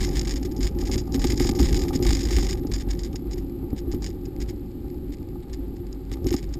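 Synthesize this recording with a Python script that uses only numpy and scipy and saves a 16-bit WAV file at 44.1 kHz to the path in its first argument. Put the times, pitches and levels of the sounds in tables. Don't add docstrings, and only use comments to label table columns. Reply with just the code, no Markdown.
import sys
import numpy as np
from scipy import signal
from scipy.io import wavfile
from scipy.ndimage import uniform_filter1d

SR = 44100
rng = np.random.default_rng(int(sys.argv[2]) if len(sys.argv) > 2 else 0)


def store_pcm(level_fs):
    pcm = np.round(np.clip(level_fs, -1, 1) * 32767).astype(np.int16)
    wavfile.write(sys.argv[1], SR, np.atleast_2d(pcm).T)


N = 290619

# time in seconds, level in dB, dull against bright part in dB,
# length of the bounces in seconds, first blow against the bounces in dB.
BLOWS = [(0.0074, -25, -3, 0.039, 1), (0.0278, -25, -5.5, 0.032, -4), (0.048, -24, -9, 0.022, -5),
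         (0.0674, -34, -9, 0.053, -3), (0.0894, -42, -6, 0.052, -2), (0.1114, -44, -5, 0.04, -1),
         (0.1314, -37, -3, 0.041, -4), (0.1565, -28.5, -4, 0.02, 1), (0.169, -28.5, -4, 0.04, 8),
         (0.1943, -24.5, -19, 0.01, 11.5), (0.2133, -34, -7, 0.018, 13.5), (0.25, -32.5, -7, 0.022, 5),
         (0.2736, -26.5, -3, 0.028, 1.5), (0.2941, -29, -7.5, 0.052, 8), (0.3137, -26.5, -6.5, 0.026, 1.5),
         (0.3588, -30, -7.5, 0.04, 3), (0.4295, -33, -6, 0.015, 1), (0.4505, -36.5, -3.5, 0.036, 1.5),
         (0.5134, -38, -5.5, 0.028, -4), (0.5654, -37.5, -12, 0.05, 3), (0.607, -32, -3.5, 0.035, 1.5),
         (0.63, -24.5, -10.5, 0.055, 4), (0.6692, -30, -1.5, 0.03, 4), (0.7872, -37, -5, 0.041, 4),
         (0.8086, -33, -6.5, 0.046, -2), (0.854, -31.5, -10, 0.032, 1.5), (0.8725, -31, -6, 0.035, -1),
         (0.9154, -24, -11, 0.047, 5), (0.9358, -28, -5.5, 0.036, -5), (0.9812, -26.5, -14, 0.044, 4),
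         (1.0721, -47, -13, 0.021, 1.5), (1.1228, -34.5, -18, 0.065, 7.5), (1.1436, -28, -2.5, 0.036, 1.5),
         (1.1943, -29.5, -15, 0.032, 1), (1.2183, -26.5, -5.5, 0.032, 1.5), (1.2421, -28, -1.5, 0.032, 10),
         (1.27, -23.5, -15, 0.035, 1.5), (1.301, -26.5, -5, 0.027, -7), (1.321, -25, -7, 0.019, 5),
         (1.36, -40, -25, 0.023, 6), (1.376, -21.5, -21, 0.01, 5), (1.3982, -27.5, -2.5, 0.062, 6),
         (1.4243, -29.5, -16, 0.058, 8), (1.4437, -29.5, -8, 0.045, -5), (1.4692, -27, -6, 0.036, 6),
         (1.4915, -25.5, -5, 0.018, 8), (1.5135, -33, -9, 0.01, 7), (1.551, -30.5, -10, 0.055, 3),
         (1.5913, -24.5, -8, 0.055, -4), (1.6277, -26.5, -4.5, 0.09, 0), (1.6581, -34.5, -8, 0.052, 1.5),
         (1.6872, -31.5, -4.5, 0.06, -1), (1.728, -30.5, -7, 0.016, 10), (1.7444, -28, -7.5, 0.047, 8),
         (1.7672, -24.5, -7, 0.024, -2), (1.792, -26.5, -17, 0.037, 3), (1.8178, -32, -5.5, 0.055, 9),
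         (1.851, -40, -3, 0.037, 0), (1.8832, -30, -6.5, 0.032, 5), (1.9329, -32.5, -0.5, 0.03, -1),
         (1.953, -21, -9, 0.021, -17), (2.0258, -27.5, -8, 0.041, 7), (2.0494, -27, -3, 0.017, 1.5),
         (2.0674, -25, -4, 0.06, 7), (2.0918, -28, -3, 0.022, 9), (2.1061, -26, -5, 0.037, 8),
         (2.1283, -24, -9.5, 0.033, 6), (2.1505, -22, -9, 0.018, 3), (2.1694, -30.5, -6, 0.025, 9),
         (2.1918, -27, -6, 0.027, 5), (2.2092, -27.5, -5, 0.033, 3), (2.232, -27.5, -14, 0.032, 4),
         (2.2532, -31.5, -5.5, 0.042, 6), (2.2875, -30.5, -4.5, 0.037, 5), (2.3077, -27.5, -8, 0.072, -2),
         (2.3325, -31.5, -1.5, 0.081, 1.5), (2.366, -27, -4, 0.022, 5), (2.3853, -28, -4.5, 0.047, 7.5),
         (2.4086, -30, -22, 0.03, 4), (2.4272, -28, -6.5, 0.071, 3), (2.4683, -31.5, -4.5, 0.014, 8),
         (2.4902, -25.5, -4.5, 0.033, -1), (2.5097, -29.5, -13, 0.048, 7), (2.529, -30.5, -0.5, 0.016, 1.5),
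         (2.574, -46, 0, 0.03, -3), (2.6329, -52, 1, 0.024, -1), (2.6698, -39, -13, 0.017, 7),
         (2.7167, -29, -4, 0.016, -1), (2.7374, -27.5, -9, 0.051, 7), (2.7806, -40, -15, 0.046, 1.5),
         (2.799, -37.5, -2, 0.06, 1.5), (2.8883, -42, 0.5, 0.044, 1.5), (2.9088, -27, -13, 0.02, -13),
         (2.9916, -34, -9, 0.041, 5), (3.0345, -34.5, -20, 0.044, 9), (3.047, -38, -0.5, 0.048, 3),
         (3.1303, -41, -0.5, 0.017, 1), (3.1587, -32, -6.5, 0.018, 6), (3.312, -34, -17, 0.04, 1.5),
         (3.3324, -37.5, -3.5, 0.02, 1.5), (3.3813, -38.5, -7, 0.021, -3), (3.764, -45, -2, 0.026, -1),
         (3.7798, -36.5, -4, 0.034, 0), (3.9163, -34, -8, 0.041, 3), (3.9454, -46.5, 0, 0.03, 1.5),
         (4.0225, -35, -13, 0.034, 7), (4.0432, -33, -6, 0.024, 9), (4.0632, -31.5, -6.5, 0.046, 7),
         (4.1032, -43, -5, 0.011, 5), (4.2544, -41.5, -10, 0.019, 6), (4.4025, -40, -5, 0.05, 3),
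         (4.4162, -34, -5, 0.027, 1.5), (4.4762, -53, -3, 0.028, 1.5), (4.4878, -38.5, -2, 0.045, 0),
         (5.1244, -45.5, -1, 0.026, 3), (5.1348, -44.5, -7, 0.025, -24), (5.4246, -57.5, 8.5, 0.027, -1),
         (5.497, -55, 4, 0.026, 5), (5.532, -37.5, -7.5, 0.025, 1.5), (5.5406, -45, -1, 0.017, 1.5),
         (5.765, -42, -7, 0.01, -8), (5.9281, -43, -16, 0.012, 12.5), (6.1159, -44.5, 2, 0.028, 8.5),
         (6.129, -38, -16, 0.028, 4), (6.1384, -41.5, 2, 0.016, 1.5), (6.1704, -59, 4, 0.02, 3),
         (6.2442, -42, -10, 0.01, 8), (6.2685, -31, -5.5, 0.036, 4), (6.2877, -31.5, -5, 0.017, 1.5),
         (6.3068, -30, -10, 0.024, 9), (6.328, -32, -2, 0.021, 7), (6.34, -26.5, -7, 0.013, 1.5),
         (6.3651, -33, -15, 0.045, 10.5), (6.3844, -40.5, -0.5, 0.032, 1.5), (6.4265, -43, -1.5, 0.043, -1),
         (6.4907, -54, -15, 0.022, 7), (6.5283, -45, -5, 0.034, -1), (6.54, -36, -9.5, 0.018, 5)]
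# time in seconds, push on the frame in dB,
# upper against middle modes in dB, clack of the tubes in dB.
STONES = [(0.449, -19, 17, -56), (0.589, -11.5, 3, -52), (0.826, -23, 5, -35.5), (.896, -13, 1, -35),
          (0.954, -10, 7, -48), (1.078, -28, 2, -39.5), (1.147, -12, -7, -38), (1.245, -5.5, -0.5, -26),
          (1.3, -15, -4, -51), (1.33, -12, -6, -40), (1.37, -13, 10, -48), (1.404, -5.5, 0, -29.5),
          (1.45, -9, 5, -34), (1.492, -11, -12.5, -29), (1.53, -30, 8, -38), (1.548, -16, 8, -38),
          (1.599, -6, 1, -27), (1.711, -12.5, 15.5, -55), (1.797, -42, -8, -38), (1.85, -31, -19, -39),
          (1.908, -27, 4, -31), (1.936, -38, 5, -36), (1.954, -9.5, -7, -56), (2.0, -10, -1, -38),
          (2.02, -11.5, 4, -38), (2.056, -11.5, 3, -32), (2.107, -22, 20, -30.5), (2.227, -15, 10, -50),
          (2.308, -14, 8, -37), (2.37, -8.5, 3, -53), (2.385, -27, -6, -30.5), (2.429, -12.5, 0, -38),
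          (2.512, -22, 9, -50), (2.649, -14, -3, -41), (2.699, -14, 2, -56), (2.874, -19, -6, -46),
          (3.144, -20, 5, -45), (3.333, -26, 13, -54), (3.372, -20.5, 13, -49), (3.489, -38, 5, -57),
          (3.628, -22, 12, -46), (3.729, -10.5, -4, -43), (3.872, -13.5, 6, -47), (3.938, -9.5, 2, -42),
          (4.022, -25, 9, -45), (4.088, -18.5, 9, -52), (4.852, -27, -7, -50), (5.324, -27, -17, -56),
          (5.358, -42, -4, -42.5), (6.118, -18, 1, -42), (6.171, -28, 0, -42), (6.242, -13, 12, -50),
          (6.261, -6.5, 2.5, -40), (6.313, -11.5, 14, -46), (6.341, -9.5, -8, -29.5)]
# pitch in Hz, nominal width in Hz, gain in dB.
FRAME_MODES = [(23.6, 29.6, 3.5), (78.9, 59.3, 5.5), (116, 58.4, -1), (156.8, 64.7, -2), (228.7, 58.5, 2),
               (263, 52.5, 3), (349.8, 29, 8), (396.3, 7.6, -6.5)]
# pitch in Hz, nominal width in Hz, gain in dB.
TUBE_MODES = [(459, 60, 4), (526.7, 40.5, 5), (794.6, 90, 2.5), (840.4, 37.5, -5.5), (1203, 107, -10),
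              (1243, 26, -34)]
SWAY_HZ = 49.57


def undb(db):
    return 10 ** (np.asarray(db) / 20)


def unit(x):
    return x / np.sqrt(np.mean(x ** 2))


def band(x, hz, width):
    return signal.lfilter(*signal.iirpeak(hz, hz / width, SR), x)


def ring(x, modes, widen=1):
    stretch = 1.064 * widen
    return sum(undb(db) * band(band(x, hz, stretch * width), hz, stretch * width)
               for hz, width, db in modes)


def wander(rate_hz):
    hold = int(SR / rate_hz)
    return uniform_filter1d(np.repeat(rng.standard_normal(N // hold + 1), hold), hold)[:N]


def grit(per_s, spread_db):
    hit = rng.random(N) < per_s / SR
    return hit * rng.standard_normal(N) * undb(spread_db * np.minimum(rng.exponential(size=N), 3))


def swells(times, levels_db, rise_s, fall_s):
    power, t = np.zeros(N), np.arange(N) / SR
    for at, db, fall in zip(times, levels_db, np.broadcast_to(fall_s, len(times))):
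        i, j = np.clip([int((at - .15) * SR), int((at + .6) * SR)], 0, N)
        since = t[i:j] - at
        fade = np.where(since < 0, (since / rise_s) ** 2, np.abs(since / fall) ** 1.04)
        power[i:j] += undb(2 * db) * np.exp(-fade)
    return power


def track_roughness():
    # time in seconds, level in dB.
    roughness = [(0.0, -28), (0.4, -34.5), (0.97, -30.5), (1.04, -36), (1.19, -28), (1.32, -34),
                 (1.61, -27), (1.72, -28.5), (2.31, -31.5), (3.03, -35.5), (4.26, -36.5), (5.03, -37.5),
                 (6.06, -38.5), (6.26, -35), (6.44, -38.5), (6.59, -36.5)]
    times, levels_db = np.transpose(roughness)
    return np.interp(np.arange(N) / SR, times, levels_db)


def sway_depth(rough_db):
    # time of the widest swing in seconds, level in dB, decay in seconds.
    opening_sway = [(.03, -21.5, .04)]
    bumps = [(0.1, -35, 0.02), (0.173, -20.5, 0.035), (0.292, -25.5, 0.089), (0.38, -28, 0.029),
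             (0.6, -31, 0.03), (0.656, -18, 0.013), (0.773, -26, 0.011), (0.851, -23.5, 0.02),
             (0.933, -23.4, 0.06), (1.12, -31, 0.026), (1.165, -37, 0.017), (1.213, -20.5, 0.031),
             (1.314, -20, 0.018), (1.438, -17, 0.012), (1.493, -25, 0.019), (1.636, -17.5, 0.031),
             (1.736, -19, 0.02), (1.839, -24.5, 0.037), (2.09, -17, 0.041), (2.2, -37, 0.025),
             (2.28, -23, 0.04), (2.375, -17.5, 0.04), (2.47, -27, 0.08), (2.743, -22, 0.034),
             (2.904, -23, 0.041), (3.037, -29, 0.054), (3.302, -26.5, 0.021), (3.38, -27.5, 0.031),
             (3.612, -33.7, 0.028), (3.732, -32, 0.023), (3.81, -33, 0.022), (3.912, -25.5, 0.019),
             (4.042, -27, 0.016), (4.144, -37, 0.034), (4.267, -30.5, 0.021), (4.415, -27, 0.066),
             (4.85, -36, 0.047), (5.095, -29.5, 0.016), (5.312, -37, 0.042), (5.543, -28.5, 0.011),
             (5.625, -29.5, 0.06), (5.88, -33, 0.04), (5.942, -31, 0.027), (6.08, -34, 0.028),
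             (6.132, -26, 0.018), (6.266, -29.5, 0.11), (6.45, -34, 0.04), (6.516, -28, 0.03)]
    times, levels_db, decays = np.transpose(opening_sway + bumps)
    calm_power = undb(2 * (rough_db - 5.5))
    return np.sqrt(calm_power + swells(times, levels_db, rise_s=0.028, fall_s=decays))


def sway_phase(past_crest=0.16):
    times = [0.]
    for at, *_ in BLOWS:
        if (at - times[-1]) * SWAY_HZ > .7:
            times.append(at)
    times.append(N / SR)
    turns = np.cumsum(np.maximum(np.round(np.diff(times) * SWAY_HZ), 1))
    return np.interp(np.arange(N) / SR, times, np.r_[0, turns]) + past_crest


def mount_sway(turns):
    push = unit(band(rng.standard_normal(N), SWAY_HZ, width=16))
    return unit(np.sqrt(2) * np.cos(2 * np.pi * turns) + undb(-13.5) * push)


def tyres(rough_db, cushion_hz=380):
    road = unit(grit(400, 2.5)) + 1.2 * rng.standard_normal(N)
    road *= undb(1.2 * wander(60))
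    drumming = signal.sosfilt(signal.butter(4, cushion_hz, fs=SR, output="sos"), ring(road, FRAME_MODES))
    tread = unit(grit(600, 1.0)) + 0.64 * rng.standard_normal(N)
    hum_db = -50.5 + 1.25 * (rough_db - rough_db.mean())
    return undb(rough_db + 4) * unit(drumming) + undb(hum_db) * unit(ring(tread, TUBE_MODES))


def microphone_hiss():
    # centre in Hz, width in Hz, relative gain in dB.
    hiss_bands = [(1480, 2000, 4), (4500, 2000, 2.5)]
    hiss = sum(undb(db) * band(rng.standard_normal(N), hz, width) for hz, width, db in hiss_bands)
    return undb(-63) * unit(hiss)


def ticks(turns):
    touches = np.zeros(N)
    downswings = np.flatnonzero(np.diff(np.floor(turns - .2)))
    force, jitter, bounce = rng.standard_normal((N // 400, 3))[:len(downswings)].T
    size = undb(6.6 * force)
    at = np.clip(downswings + (0.0038 * SR * jitter).astype(int), 0, N - 300)
    touches[at] = size
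    touches[at + 130] = .5 * size * bounce
    return undb(-68) * unit(ring(touches, [(4850, 1300, 0.055), (2200, 710, -2)]))


def chatter(turns, depth, loose_db=-24.5):
    gate = undb(-7 * (1 - np.cos(2 * np.pi * (turns - .3))))
    clicks = unit(grit(2500, 5.5) * gate)
    looseness = np.minimum(depth / undb(loose_db), 1)
    times, levels_db, *_ = np.transpose(BLOWS)
    return clicks * looseness * np.sqrt(swells(times, levels_db - 8, rise_s=.005, fall_s=0.022))


def rattle(turns, depth):
    # pitch in Hz, nominal width in Hz, gain in dB.
    dull_modes = [(1230, 690, -9), (1807, 730, -3.5), (2102, 694, -2.5), (3104, 885, -4), (3590, 945, -1.5)]
    bright_modes = [(4095, 1040, -12.5), (5037, 516, -2.5), (5403, 700, -1)]
    dull = chatter(turns, depth)
    bright = dull.copy()
    shared_hits = unit(grit(2500, 2.8))
    dull_hits, bright_hits = (shared_hits + 0.42 * unit(grit(1200, 2.6)) for _ in range(2))
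    for at, db, dull_db, length, first_db in BLOWS:
        start = max(int((at - .012) * SR), 0)
        span = np.arange(start, min(start + int(.1 * SR), N))
        since = span / SR - at
        flurry = 0.1 * np.exp(np.where(since < 0, since / 0.0028, -np.abs(2 * since / length) ** 2.33))
        layers = (dull, dull_hits, db + dull_db + 22), (bright, bright_hits, db + 18.5)
        for drive, hits, drive_db in layers:
            drive[span] += undb(drive_db) * flurry * hits[span]
            drive[int(at * SR)] += undb(drive_db + first_db)
    return undb(2.5) * ring(dull, dull_modes) + undb(10) * ring(bright, bright_modes)


def stone_clacks(lead_s=0.00217):
    clicks = np.zeros(N)
    for at, _, _, db in STONES:
        clicks[int((at - lead_s) * SR)] = undb(db + 42)
    return ring(clicks, TUBE_MODES[2:4], widen=1.07) + undb(4) * ring(clicks, TUBE_MODES[4:], widen=1.07)


def stone_jolts(thud_db=-3.5):
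    thud, middle, upper = np.zeros((3, N))
    n = int(0.0015 * SR)
    for at, db, tilt_db, _ in STONES:
        i = int(at * SR)
        for push, share_db in (thud, thud_db), (middle, -tilt_db / 2), (upper, tilt_db / 2):
            push[i:i + n] -= undb(db + share_db + 40.5) * np.hanning(n) / n
    groups = (thud, FRAME_MODES[1:4]), (middle, FRAME_MODES[4:6]), (upper, FRAME_MODES[6:])
    ringing = sum(ring(push, modes, widen=1.28) for push, modes in groups)
    return signal.sosfilt(signal.butter(2, 520, fs=SR, output="sos"), ringing)


def scene():
    rough_db = track_roughness()
    depth, turns = sway_depth(rough_db), sway_phase()
    hiss = microphone_hiss()
    rumble = depth * mount_sway(turns) + tyres(rough_db)
    loose_part = rattle(turns, depth) + ticks(turns)
    return (hiss + rumble + loose_part + stone_clacks() + stone_jolts())[None]


def record(dry, guard_hz=5280, top_hz=15400):
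    guarded = signal.sosfilt(signal.butter(6, guard_hz, fs=SR, output="sos"), dry)
    coarse = signal.resample_poly(guarded, 40, 147, axis=1)
    steps = np.repeat(coarse, 4, axis=1)
    held = signal.resample_poly(steps, 147, 160, axis=1)[:, :N]
    return signal.sosfilt(signal.ellip(10, .2, 60, top_hz, fs=SR, output="sos"), held)


dry = scene()
out = record(dry)
store_pcm(out)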